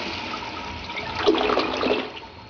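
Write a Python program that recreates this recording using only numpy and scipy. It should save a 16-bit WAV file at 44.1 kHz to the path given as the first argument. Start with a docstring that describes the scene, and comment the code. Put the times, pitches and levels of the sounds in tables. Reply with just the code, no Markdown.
"""A toilet flushes in a small tiled bathroom. Water sheets down the bowl and thins out while the drain
rumbles. Then the siphon sucks air: big gulps and slurping sprays break out of the trap and ring the room.
Each bubble or air pocket is a damped, gliding sine; the flow is coloured noise mixed with many bubbles.
The bowl falls quiet, leaving a burble in the hollow rim and the hiss of the refill valve."""
import sys
import numpy as np
from scipy import signal
from scipy.fft import rfft, irfft, next_fast_len
from scipy.io import wavfile
from scipy.ndimage import map_coordinates

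SR = 44100
rng = np.random.default_rng(int(sys.argv[2]) if len(sys.argv) > 2 else 0)


def bounce(signal):
    """Save signal as a 16-bit WAV file at the path given by the first command-line argument."""
    frames = np.transpose(np.atleast_2d(signal))
    limited = np.clip(frames, -1, 1)
    pcm = np.round(limited * 32767).astype(np.int16)
    wavfile.write(sys.argv[1], SR, pcm)


N = 109853
T = np.arange(N) / SR

# valve hiss: freq_hz, gain_db
HISS_COLOUR = [(60, -12.5), (110, -4.5), (250, 10.5), (450, -14.5), (900, -14.5), (1500, -8.5),
               (3300, -11.5), (4500, -14.5), (6000, -30.5), (7000, -20.5)]
# flow down the drain: time_s, level_db
DRAIN_LEVEL = [(0, -47), (.25, -43.5), (.35, -45), (.62, -46), (.72, -39.5), (.82, -38.5), (.9, -50.5),
               (.98, -46.5), (1.06, -36), (1.18, -37.5), (1.34, -52), (1.48, -40.5), (1.62, -46.5),
               (1.86, -43), (1.97, -49), (2.49, -51.5)]
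# drain pipe resonances: freq_hz, width_hz, gain_db
PIPE_MODES = [(60, 6, 1), (86, 7, 2), (110, 8, -1), (190, 24, -14)]
# water column dropping after big gulps: start_s, level_db
DRAIN_THUDS = [(1.28, -20), (1.909, -31)]
# trickle in the rim: time_s, level_db
RIM_LEVEL = [(0, -43.5), (.6, -43), (.8, -45.5), (1.15, -38), (2.1, -57.5), (2.49, -50)]
# rim cavity resonances: freq_hz, width_hz, gain_db
RIM_MODES = [(895.4, 24, 5), (950, 40, 3), (1290, 42, 2)]
# air burbling in the rim: start_s, pitch_hz, level_db, t60_s
RIM_BURBLES = [(0.055, 333.2, -32, 0.34), (.218, 892, -26, 0.11), (0.333, 1284, -17.5, 0.087),
               (.342, 900, -42, 0.13), (.42, 924, -28.5, 0.11), (.478, 875, -15.5, 0.026),
               (0.566, 1300, -22, 0.064), (.67, 948, -31.5, 0.28), (.96, 958, -19.5, 0.036),
               (1.06, 915, -23, 0.14), (2.146, 916, -25, 0.059), (2.228, 915, -31, 0.18),
               (2.385, 934, -27, 0.055), (2.41, 908, -31, 0.041)]
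# water running down the bowl: time_s, relative_db
WASH_LEVEL = [(0, -32), (.14, -34.5), (.3, -32.5), (.4, -36.5), (.54, -36), (.58, -35), (.75, -38.5),
              (.85, -37.5), (1.1, -36), (1.2, -35.5), (1.32, -39.5), (2.0, -41.5), (2.15, -46.5),
              (2.3, -48.5), (2.49, -52)]
# water sheet: freq_hz, gain_db
SHEET_COLOUR = [(88, -61.5), (150, -40.5), (182, 1), (250, -4), (334, -5.5), (475, -7), (819, -10),
                (916, -1.5), (1080, -11.5), (1280, -8.5), (1820, -14), (2360, -4.5), (5000, -19),
                (6060, -31.5), (6890, -36.5), (8960, -65.5), (15200, -120)]
# droplets: freq_hz, gain_db
DROP_COLOUR = [(1500, -37.5), (3000, 1.5), (4800, 4.5), (6000, 1), (7000, -28)]
# spray on the porcelain: freq_hz, gain_db
SPRAY_COLOUR = [(1500, -24), (2500, 2), (3400, -8), (4500, -1.5), (5500, -8.5), (7000, -14)]
# single bubbles in the funnel: start_s, pitch_hz, level_db, t60_s
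PLINKS = [(.895, 2294, -24.5, 0.047), (.938, 2040, -31.5, 0.041), (.95, 590, -27, 0.027),
          (.966, 2135, -21, 0.064), (.977, 2290, -25.5, 0.19), (.99, 384, -32.5, 0.069),
          (1.028, 670, -30.5, 0.27), (1.055, 1754, -28.5, .1), (1.32, 2750, -34.5, 0.018),
          (1.455, 2570, -7, 0.0072), (1.474, 2620, -20, 0.028), (1.569, 2550, -25, 0.032),
          (1.64, 2510, -20.5, 0.038), (1.767, 2640, -24.5, 0.047), (1.877, 2594, -17, 0.032),
          (1.907, 2620, -21, 0.021), (1.938, 2600, -20.5, 0.05), (2.172, 2853, -22, 0.022)]
# air and water churning in the trap: time_s, relative_db
CHURN_LEVEL = [(0, -73.5), (.85, -86), (1.0, -46), (1.15, -45), (1.26, -30.5), (1.32, -51.5), (1.37, -27),
               (1.4, -32), (1.45, -26), (1.6, -29), (1.7, -30.5), (1.79, -28.5), (1.88, -27), (1.96, -31),
               (2.0, -27.5), (2.08, -40), (2.3, -50), (2.49, -50.5)]
# foam in the trap: freq_hz, gain_db
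FOAM_COLOUR = [(100, -47.5), (190, -14.5), (250, -9), (430, -2), (520, -8), (1200, -9), (1600, -16.5),
               (2000, -14.5), (2550, -17.5), (4100, -20), (5500, -32), (7000, -72.5)]
# showers of small bubbles: start_s, pitch_hz, relative_db, nominal_length_s
SLURPS = [(0.132, 4320, -31, .012), (0.149, 2700, -29.5, 0.0072), (0.37, 4780, -32, 0.0045),
          (.49, 5170, -34.5, 0.0032), (0.563, 5200, -43, 0.0064), (0.792, 5100, -39.5, 0.0044),
          (0.841, 4200, -32, .01), (0.895, 3300, -35, 0.02), (0.974, 3540, -30.5, 0.015),
          (1.093, 3610, -31, 0.0091), (1.154, 4760, -30, 0.0046), (1.164, 2560, -28.5, 0.0071),
          (1.184, 2090, -29, 0.021), (1.185, 4310, -29.5, 0.011), (1.187, 1376, -26.5, 0.03),
          (1.226, 3150, -26, .012), (1.223, 1440, -25, 0.0071), (1.259, 3400, -21.5, 0.0096),
          (1.271, 3670, -23.5, 0.0063), (1.278, 4900, -21, 0.0022), (1.349, 2780, -33.5, .015),
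          (1.38, 3320, -17, 0.0044), (1.429, 3354, -26, 0.014), (1.514, 2740, -28, 0.0049),
          (1.587, 2700, -26, 0.017), (1.59, 4360, -24, 0.015), (1.714, 3740, -30.5, 0.0055),
          (1.733, 3700, -26.5, 0.012), (1.768, 5340, -23, 0.0017), (1.816, 3960, -31, 0.024),
          (1.856, 3650, -25, 0.0061), (1.929, 3230, -26.5, 0.015), (1.985, 3180, -30, 0.015),
          (2.029, 3040, -36.5, 0.018), (2.16, 2880, -33, .022)]
# large air pockets in the trap: start_s, pitch_hz, level_db, t60_s, sag_fraction
GULPS = [(1.242, 763, -19.5, 0.061, 0.38), (1.263, 1123, -16.5, 0.072, .25), (1.266, 421, -17, 0.071, 0.13),
         (1.274, 568, -13, 0.033, 1), (1.281, 400.2, -11, 0.12, 0.16), (1.299, 342, -11, 0.069, .25),
         (1.333, 374, -13, .025, .2), (1.346, 1000, -14.5, 0.035, .5), (1.351, 420, -14.5, 0.022, .3),
         (1.375, 750, -14, 0.025, .3), (1.378, 330, -17, 0.025, .2), (1.409, 640, -12.5, 0.036, .6),
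         (1.409, 1210, -16, .018, .2), (1.421, 1020, -15, .016, .2), (1.435, 438, -25, 0.046, 0.069),
         (1.445, 890, -12, 0.016, 0.22), (1.494, 435, -14, 0.073, 0.2), (1.494, 1246, -16.5, 0.072, .15),
         (1.522, 514, -14, 0.016, .3), (1.526, 1210, -5, 0.021, 0.2), (1.539, 1260, -12.5, 0.021, .2),
         (1.573, 600, -5.5, 0.016, .7), (1.580, 440, -8, 0.014, .6), (1.590, 320, -19, 0.05, .2),
         (1.594, 1170, -13, 0.036, .1), (1.647, 357, -20, .025, .3), (1.672, 1200, -22, .06, .1),
         (1.686, 414, -15, .02, .5), (1.722, 800, -20, .02, .3), (1.735, 620, -17, 0.04, .3),
         (1.76, 1046, -27.5, .04, 0.18), (1.788, 770, -22.5, 0.034, 0.17), (1.811, 1197, -14, 0.045, 0.14),
         (1.831, 457, -11.5, 0.038, 0.41), (1.854, 447, -12.5, 0.031, 1), (1.861, 272, -13.5, 0.037, .2),
         (1.884, 963, -21, 0.019, 0.12), (1.897, 613, -15, 0.06, 0.22), (1.901, 373, -26, 0.047, 0.19),
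         (1.914, 419, -7.5, 0.022, 1), (1.919, 251, -20.5, 0.041, 0.068), (1.983, 320, -14, 0.023, 0.41),
         (1.998, 328, -20.5, 0.018, 1)]
# hollows of the bowl: freq_hz, width_hz, gain_db
BOWL_MODES = [(1160, 23, -18), (2466, 20, 5), (2670, 26, -1)]
# standing waves of the room: freq_hz, width_hz, gain_db
ROOM_MODES = [(258, 8, 4.5), (321, 11, 3), (372, 9, -5), (420, 12, 2.5), (541, 10, -6), (596, 11, -4),
              (646, 11, -3), (730, 11, -8), (759, 11, -6), (858, 11, -8), (941, 13, -5)]
# room decay: freq_hz, t60_s
ROOM_DECAY = [(200, 1), (1000, 0.19), (6000, 0.12)]


def amp(db):
    """Gain of a level in dB."""
    return 10 ** (np.asarray(db) / 20)


def along(points, hz):
    """Interpolate (freq_hz, value) rows on a log axis."""
    freqs_hz, values = np.transpose(points)
    return np.interp(np.log(hz + 1), np.log(freqs_hz + 1), values)


def unit(x):
    """x at rms 1."""
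    return x / np.sqrt(np.mean(x ** 2) + 1e-20)


def level(rows):
    """Gain per sample from (time_s, level_db) rows."""
    return amp(np.interp(T, *np.transpose(rows)))


def wobble(rate_hz):
    """Smooth random curve with knots at rate_hz."""
    return map_coordinates(rng.standard_normal(4096), [T * rate_hz], mode="wrap")


def filtered(x, response):
    """x through a frequency response."""
    size = next_fast_len(N + SR // 2)
    return irfft(rfft(x, size) * response(np.fft.rfftfreq(size, 1 / SR)), size)[:N]


def coloured(x, points):
    """x shaped by (freq_hz, gain_db) rows, at rms 1."""
    return unit(filtered(x, lambda f: amp(along(points, f))))


def resonate(x, modes):
    """x through parallel resonances."""
    return filtered(x, lambda f: sum(amp(db) * 1j * f * width_hz / (hz * hz - f * f + 1j * f * width_hz)
                                     for hz, width_hz, db in modes))


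def bubbles(starts_s, hz, gains, t60_cycles, rise):
    """Small bubbles: damped sines that rise in pitch as they die."""
    offsets = np.arange(900)
    t = offsets / SR
    age = t * hz[:, None] / t60_cycles
    phase = 2 * np.pi * hz[:, None] * t * (1 + rise * np.minimum(age, 1) / 2)
    rings = gains[:, None] * amp(-60 * age) * np.sin(phase)
    indices = np.round(starts_s * SR).astype(int)[:, None] + offsets
    return np.bincount(indices.ravel(), rings.ravel(), N)[:N]


def froth(low_hz, high_hz, t60_cycles, spread_db, count):
    """Steady stream of bubbles of mixed sizes, at rms 1."""
    when, pitch, bulk = rng.random((count, 3)).T
    hz = low_hz * (high_hz / low_hz) ** pitch
    scatter_db = -spread_db * np.log(np.clip(bulk, .02, 1))
    gains = hz / high_hz * amp(scatter_db) * rng.choice([-1, 1], count)
    return unit(bubbles(when * N / SR, hz, gains, t60_cycles, rise=0.085))


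def pocket(hz, t60_s, attack_s, sag, waver):
    """One air pocket rings; its pitch wavers and sinks as it swells."""
    t = T[:SR // 5]
    pitch_hz = hz * (1 + sag * (np.exp(-5 * t / t60_s) - .5) + waver * wobble(205)[:len(t)])
    envelope = amp(-60 * t / t60_s) * (1 - np.exp(-t / attack_s))
    return envelope * np.sin(2 * np.pi * np.cumsum(pitch_hz) / SR)


def add(out, start_s, x):
    """Mix x into out at start_s."""
    i = max(0, round(start_s * SR))
    out[i:i + len(x)] += x[:max(0, N - i)]


def refill():
    """The valve hisses, with a thin, wavering whistle."""
    whistle_hz = 4290 + 28 * wobble(140)
    whistle = unit(np.sin(2 * np.pi * np.cumsum(whistle_hz) / SR))
    hiss = coloured(rng.standard_normal(N), HISS_COLOUR)
    return amp(-51.5) * hiss + amp(-56.3) * whistle


def drain():
    """The falling water column booms in the pipe and thuds when it breaks."""
    flow = coloured(rng.standard_normal(N), [(20, -32.5), (55, 9), (200, 7), (500, -15)])
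    out = level(DRAIN_LEVEL) * unit(resonate(flow, PIPE_MODES))
    for start_s, db in DRAIN_THUDS:
        add(out, start_s, amp(db) * pocket(hz=48, t60_s=0.04, attack_s=0.0065, sag=.1, waver=0.038))
    return out


def rim():
    """The hollow rim sings with its trickle and burbles now and then."""
    trickle = amp(3.5 * wobble(30)) * rng.standard_normal(N)
    out = level(RIM_LEVEL) * unit(resonate(trickle, RIM_MODES))
    for start_s, hz, db, t60_s in RIM_BURBLES:
        ring = pocket(hz, t60_s, attack_s=0.0052, sag=0.0073, waver=.025)
        flutter_db = 2.5 * wobble(160)[:len(ring)]
        add(out, start_s, amp(db + flutter_db) * ring)
    return out


def spatter():
    """At full flow the sheet breaks into quick bursts of fine spray."""
    fade_s = 0.38
    spray = coloured(froth(1980, 6360, t60_cycles=8.6, spread_db=3, count=4500), SPRAY_COLOUR)
    bursts = amp(2.7 * wobble(110))
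    return amp(-37.5) * np.exp(-(T / fade_s) ** 2) * unit(bursts * spray)


def wash():
    """Water sheets over the porcelain: hiss, fine fizz and bright droplets."""
    fizz = froth(507, 7100, t60_cycles=14.6, spread_db=-0.5, count=4000)
    sheet = coloured(fizz + amp(6) * rng.standard_normal(N), SHEET_COLOUR)
    droplets = coloured(froth(3404, 6210, t60_cycles=49, spread_db=4, count=1300), DROP_COLOUR)
    flutter_db = wobble(45)
    return amp(flutter_db - 0.5) * level(WASH_LEVEL) * (sheet + amp(-12) * droplets)


def plinks():
    """Single bubbles pop at the surface and ring."""
    out = np.zeros(N)
    for start_s, hz, db, t60_s in PLINKS:
        add(out, start_s, amp(db) * pocket(hz, t60_s, attack_s=.001, sag=0.007, waver=.025))
    return out


def churn():
    """Air torn into the trap foams in quick, uneven spurts."""
    foam = froth(218.2, 7380, t60_cycles=25, spread_db=3.5, count=3500)
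    spurts = amp(2.2 * wobble(120))
    seething = coloured(foam + amp(-0.5) * rng.standard_normal(N), FOAM_COLOUR)
    return amp(-1) * level(CHURN_LEVEL) * unit(spurts * seething)


def slurps(count=32):
    """Each slurp is a short shower of bubbles of about one size."""
    out = np.zeros(N)
    for start_s, hz, db, length_s in SLURPS:
        delays_s = 0.57 * length_s * rng.gamma(2, .5, count)
        pitches_hz = hz * np.exp(0.085 * rng.standard_normal(count))
        gains = amp(2 * rng.standard_normal(count))
        shower = bubbles(delays_s, pitches_hz, gains, t60_cycles=59, rise=0.0094)
        rms = np.sqrt(np.sum(shower ** 2) / (length_s * SR))
        add(out, start_s, amp(db - 3) * shower / rms)
    return out


def gulps(slap_db=-15, slap_t60_s=.025):
    """The siphon breaks: each air pocket rings and water slaps shut behind it."""
    out, t = np.zeros(N), T[:SR // 5]
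    slap_colour = [(100, -20.5), (280, 11.5), (1200, 8.5), (1800, -3), (4000, -2), (7000, -19.5)]
    noise = coloured(rng.standard_normal(N), slap_colour)
    for start_s, hz, db, t60_s, sag in GULPS:
        slap = amp(slap_db - 60 * t / slap_t60_s) * np.roll(noise, -round(start_s * SR))[:len(t)]
        ring = pocket(hz, t60_s, attack_s=.0009, sag=sag, waver=.045)
        add(out, start_s, amp(db) * (ring + slap))
    return out


def bathroom(x):
    """Tiled walls add low standing waves and a short diffuse tail above them."""
    hz, t, spectra = signal.stft(rng.standard_normal(SR // 2), SR, nperseg=256)
    decay = amp(-60 * t / along(ROOM_DECAY, hz)[:, None])
    tail = signal.istft(spectra * decay, SR, nperseg=256)[1]
    impulse = np.pad(tail, (SR // 200, 0)) / np.linalg.norm(tail)  # 5 ms predelay
    wet = signal.fftconvolve(x, impulse)[:N]
    diffuse = filtered(wet, lambda f: amp(along([(400, -10.5), (1000, 0)], f)))
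    return x + amp(-8.5) * diffuse + amp(3.5) * resonate(x, ROOM_MODES)


def scene(trap_cut_hz=169):
    """The flush from above the bowl, which colours the sound of the trap."""
    highpass = signal.butter(3, trap_cut_hz, "high", fs=SR, output="sos")  # the trap radiates little bass
    trap = signal.sosfilt(highpass, churn() + gulps() + slurps() + plinks())
    bowl = wash() + spatter() + rim() + trap + resonate(trap, BOWL_MODES)
    return (bathroom(bowl) + drain() + refill())[None]


def record(dry):
    """A small microphone: early treble roll-off, then a steep cut."""
    rolloff, cut_hz = [(5000, 0), (6200, -3), (7000, -15)], 7000
    return filtered(dry[0], lambda f: amp(along(rolloff, f)) / np.sqrt(1 + (f / cut_hz) ** 120))[None]


dry = scene()
out = record(dry)
bounce(out)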